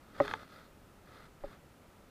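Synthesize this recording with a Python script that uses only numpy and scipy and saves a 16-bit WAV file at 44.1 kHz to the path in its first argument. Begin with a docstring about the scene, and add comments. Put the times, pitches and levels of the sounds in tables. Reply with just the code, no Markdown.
"""Faint outdoor air and microphone hiss, then a sleeve rubbing right on a body-worn camera's case.
We are in a small boat on a quiet lake, where a fishing rod is handled close to the microphone.
Gear bumps the hollow hull and sets it ringing; a few hard ticks rattle against the plastic case.
Lighter strokes of the sleeve follow, with a second, softer bump under the last of them."""
import sys
import numpy as np
from scipy import signal
from scipy.fft import rfft, irfft
from scipy.io import wavfile
from scipy.ndimage import uniform_filter1d

SR = 44100
rng = np.random.default_rng(int(sys.argv[2]) if len(sys.argv) > 2 else 0)


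def inscribe(sig):
    """Save sig as 16-bit PCM at rate SR to the path in sys.argv[1].

    A 1-D sig is mono; a 2-D sig holds one channel per row.
    Samples are clipped to [-1, 1] before scaling.
    """
    pcm = np.round(np.clip(np.atleast_2d(sig).T, -1, 1) * 32767)
    wavfile.write(sys.argv[1], SR, pcm.astype(np.int16))


N = 92610

# Lake air and microphone hiss. Each row: frequency in Hz, relative spectral density in dB.
AIR_SPECTRUM = [(12, -36), (20, -0.5), (133, -3.5), (170, -3.5), (207, -4.5), (238, -4.5), (382, -8),
                (439, -9.5), (504, -13.5), (548, -11.5), (983, -14), (1100, -20), (1300, -17), (1580, -18),
                (5210, -29.5), (14200, -33), (15400, -36.5)]
# Case resonances stirred by the air. Each row: centre in Hz, half-width in Hz, level in dB.
AIR_RESONANCES = [(444, 67, -77.5), (560, 62, -73.5), (1260, 150, -72.5)]
# Cloth heard through the case. 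Each row: frequency in Hz, relative spectral density in dB.
CLOTH_SPECTRUM = [(30, -2), (150, -3.5), (290, 0), (410, -5.5), (560, -1), (670, -6), (850, -7.5),
                  (1030, -11.5), (1270, 3), (1470, -5), (1700, -5.5), (1880, -9.5), (2030, -5.5),
                  (2260, -16), (2500, -14), (2900, -21.5), (3350, -13), (3700, -12), (3950, -21),
                  (4200, -11.5), (4450, -21), (4700, -15.5), (5300, -24), (6500, -29), (8500, -31.5),
                  (15000, -37)]
# The course of the sleeve's first, firm rub. Each row: time in seconds, level in dB.
FIRM_RUB = [(0, -71), (.12, -64), (.165, -54), (.195, -47), (.235, -44.5), (.305, -45.5), (.33, -48),
            (.352, -50.5), (.375, -54), (.425, -52.5), (.455, -62)]
# Lighter strokes of the sleeve. Each row: start, rise, hold and release in seconds, level in dB,
# tilt in dB per octave.
LIGHT_STROKES = [(.46, 0.065, 0.021, 0.17, -56, 1), (1.02, 0.12, 0.032, 0.11, -57, 0),
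                 (1.18, 0.044, 0.034, .03, -59.5, 0.9), (1.38, .085, 0.061, 0.064, -57.5, -.5)]
# Gear striking the hull. Each row: start in seconds, gains of hull ring, crack and air push in dB,
# tilt of the crack in dB per octave.
HULL_BUMPS = [(0.2012, -16, -16.5, -69, 0.5), (1.4370, -33, -43, -43, -5.5)]
# Modes of the contact's crack, the hollow hull and the camera's case.
# Each row: frequency in Hz, relative level in dB, seconds to fall by 60 dB.
CRACK_MODES = [(495, -1, 0.0097), (720, 3.5, .012), (1085, -3, 0.019), (1261, -12, 0.062),
               (1460, -15.5, 0.03), (1875, -11, 0.021), (2110, -11, 0.011), (2243, -15.5, 0.016),
               (2730, -18.5, 0.0049)]
HULL_MODES = [(141, -17, 0.085), (274.4, -9.5, 0.076), (307.4, -4, 0.034), (414, -17, 0.28), (553, 1, 0.07),
              (605, 3, 0.037), (780, -9, 0.048), (847, -9, 0.03)]
CASE_MODES = [(426, -6, 0.035), (872, -2, 0.029), (1156, -2.5, 0.018), (1290, -6, 0.022), (1520, 0, 0.013),
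              (1684, -3.5, 0.022), (2050, -7.5, 0.019), (2536, -11, 0.015), (3240, -10, 0.014),
              (3567, -12, 0.02), (4170, -19, 0.015), (4570, -24, 0.018), (5530, -27.5, 0.013),
              (6410, -16.5, 0.0062)]
# Ticks against the case. Each row: start in seconds, gain in dB, tilt in dB per octave,
# contact softness in seconds, low cut in Hz.
CASE_TICKS = [(0.249, -38.5, 0.5, 0.00071, 700), (0.2718, -42, -0.5, 0.00044, 1000),
              (.2790, -29, 1, 0.00053, 1310), (0.3112, -27.5, -0.5, 0.00088, 1450),
              (0.3369, -24, -1, 0.00025, 645), (.3505, -45.5, -9, 0.00061, 710)]

TILT_PIVOT_HZ = 1380


def amp(db):
    """Decibels to gain."""
    return 10 ** (np.asarray(db) / 20)


def unit(x):
    """Scales to rms 1."""
    return x / np.sqrt(np.mean(x ** 2) + 1e-20)


def add(mix, start_s, sound):
    """Mixes a sound in at a time."""
    part = mix[max(round(start_s * SR), 0):][:len(sound)]
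    part += sound[:len(part)]


def colour(x, spectrum, tilt_db=0):
    """Shapes a sound by a spectrum and a tilt per octave, at rms 1."""
    hz = np.fft.rfftfreq(N, 1 / SR) + 1
    points_hz, points_db = np.transpose(spectrum)
    db = np.interp(np.log(hz), np.log(points_hz), points_db) + tilt_db * np.log2(hz / TILT_PIVOT_HZ)
    return unit(irfft(rfft(x) * amp(db), N))


def wander(span_s):
    """Slow random motion of rms 1."""
    size = max(int(span_s * SR), 2)
    return unit(uniform_filter1d(uniform_filter1d(rng.standard_normal(N), size), size))


def band(hz, half_width_hz):
    """Noise in one resonance, at rms 1."""
    detuning = (np.fft.rfftfreq(N, 1 / SR) - hz) / half_width_hz
    return unit(irfft(rfft(rng.standard_normal(N)) / (1 + detuning ** 2), N))


def ring(modes, rise_s, tilt_db=0):
    """Dying sines of alternating sign that swell in over the time of contact."""
    t = np.arange(SR // 2) / SR
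    tones = np.zeros(len(t))
    for k, (hz, db, t60) in enumerate(modes):
        gain = (-1) ** k * amp(db + tilt_db * np.log2(hz / TILT_PIVOT_HZ))
        tones += gain * amp(-60 * t / t60) * np.sin(2 * np.pi * hz * t)
    return tones * (1 - np.exp(-t / rise_s))


def air_and_hiss():
    """Open air on the lake stirs the case faintly; the camera adds hiss and a thin electronic whine."""
    noise = amp(-59.5) * colour(rng.standard_normal(N), AIR_SPECTRUM)
    low_air = signal.sosfiltfilt(signal.butter(2, 730, fs=SR, output="sos"), noise)
    slight_waver = low_air * (amp(-0.02 * wander(span_s=0.017)) - 1)
    resonances = sum(amp(db) * band(hz, width) for hz, width, db in AIR_RESONANCES)
    whine = amp(-93) * band(hz=14286, half_width_hz=4)
    return noise + slight_waver + resonances + whine


def cloth_friction(tilt_db=0, slips_per_s=4000, spread_db=2.5, smooth_share=0.6):
    """Many tiny slips of fibres over a smooth hiss, heard through the case."""
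    slips = (rng.random(N) < slips_per_s / SR) * rng.choice([-1, 1], N)
    sizes = amp(spread_db * np.minimum(rng.exponential(1, N), 4))
    grain = np.sqrt(1 - smooth_share) * unit(slips * sizes)
    hiss = np.sqrt(smooth_share) * rng.standard_normal(N)
    return colour(grain + hiss, CLOTH_SPECTRUM, tilt_db)


def sleeve(rub_flutter_db=1.8, stroke_flutter_db=1.3, flutter_s=0.0042):
    """Cloth drags right at the microphone: one firm rub as the arm swings in, then lighter strokes."""
    t = np.arange(N) / SR
    rub_db = np.interp(t, *np.transpose(FIRM_RUB)) + rub_flutter_db * wander(flutter_s)
    first_start, first_rise = LIGHT_STROKES[0][:2]
    fade = np.interp(t, [FIRM_RUB[-1][0], first_start + first_rise], [1, 0])
    out = amp(rub_db) * fade * cloth_friction()
    for start, rise, hold, release, db, tilt_db in LIGHT_STROKES:
        pressure = np.interp(t, start + np.cumsum([0, rise, hold, release]), [0, 1, 1, 0])
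        out += pressure * amp(db + stroke_flutter_db * wander(flutter_s)) * cloth_friction(tilt_db)
    return out


def hull_bumps(hull_lag_s=0.0018, push_lag_s=0.013, push_width_s=0.023, push_hz=22.4):
    """Close by, each bump cracks, rings the hollow hull and pushes a little air at the microphone."""
    out, t = np.zeros(N), np.arange(N) / SR
    for start, hull_db, crack_db, push_db, tilt_db in HULL_BUMPS:
        add(out, start, amp(crack_db) * ring(CRACK_MODES, rise_s=0.0002, tilt_db=tilt_db))
        add(out, start + hull_lag_s, amp(hull_db) * ring(HULL_MODES, rise_s=0.001))
        from_peak = t - start - push_lag_s
        swell = np.exp(-(from_peak / push_width_s) ** 2 / 2)
        out -= amp(push_db) * swell * np.cos(2 * np.pi * push_hz * from_peak)
    return out


def case_rattle():
    """Hard little contacts ring the plastic case around the microphone, its low modes held back."""
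    out = np.zeros(N)
    for start, db, tilt_db, softness_s, low_cut_hz in CASE_TICKS:
        low_cut = signal.butter(2, low_cut_hz, "high", fs=SR, output="sos")
        add(out, start, amp(db) * signal.sosfilt(low_cut, ring(CASE_MODES, softness_s, tilt_db)))
    return out


def scene():
    """The boat in mono, from one microphone worn on the body."""
    return (air_and_hiss() + sleeve() + hull_bumps() + case_rattle())[None]


def record(dry):
    """The camera cuts the treble steeply at 15520 Hz."""
    low_pass = signal.firwin(511, 15520, window=("kaiser", 9), fs=SR)
    return signal.oaconvolve(dry, low_pass[None], "same")


dry = scene()
out = record(dry)
inscribe(out)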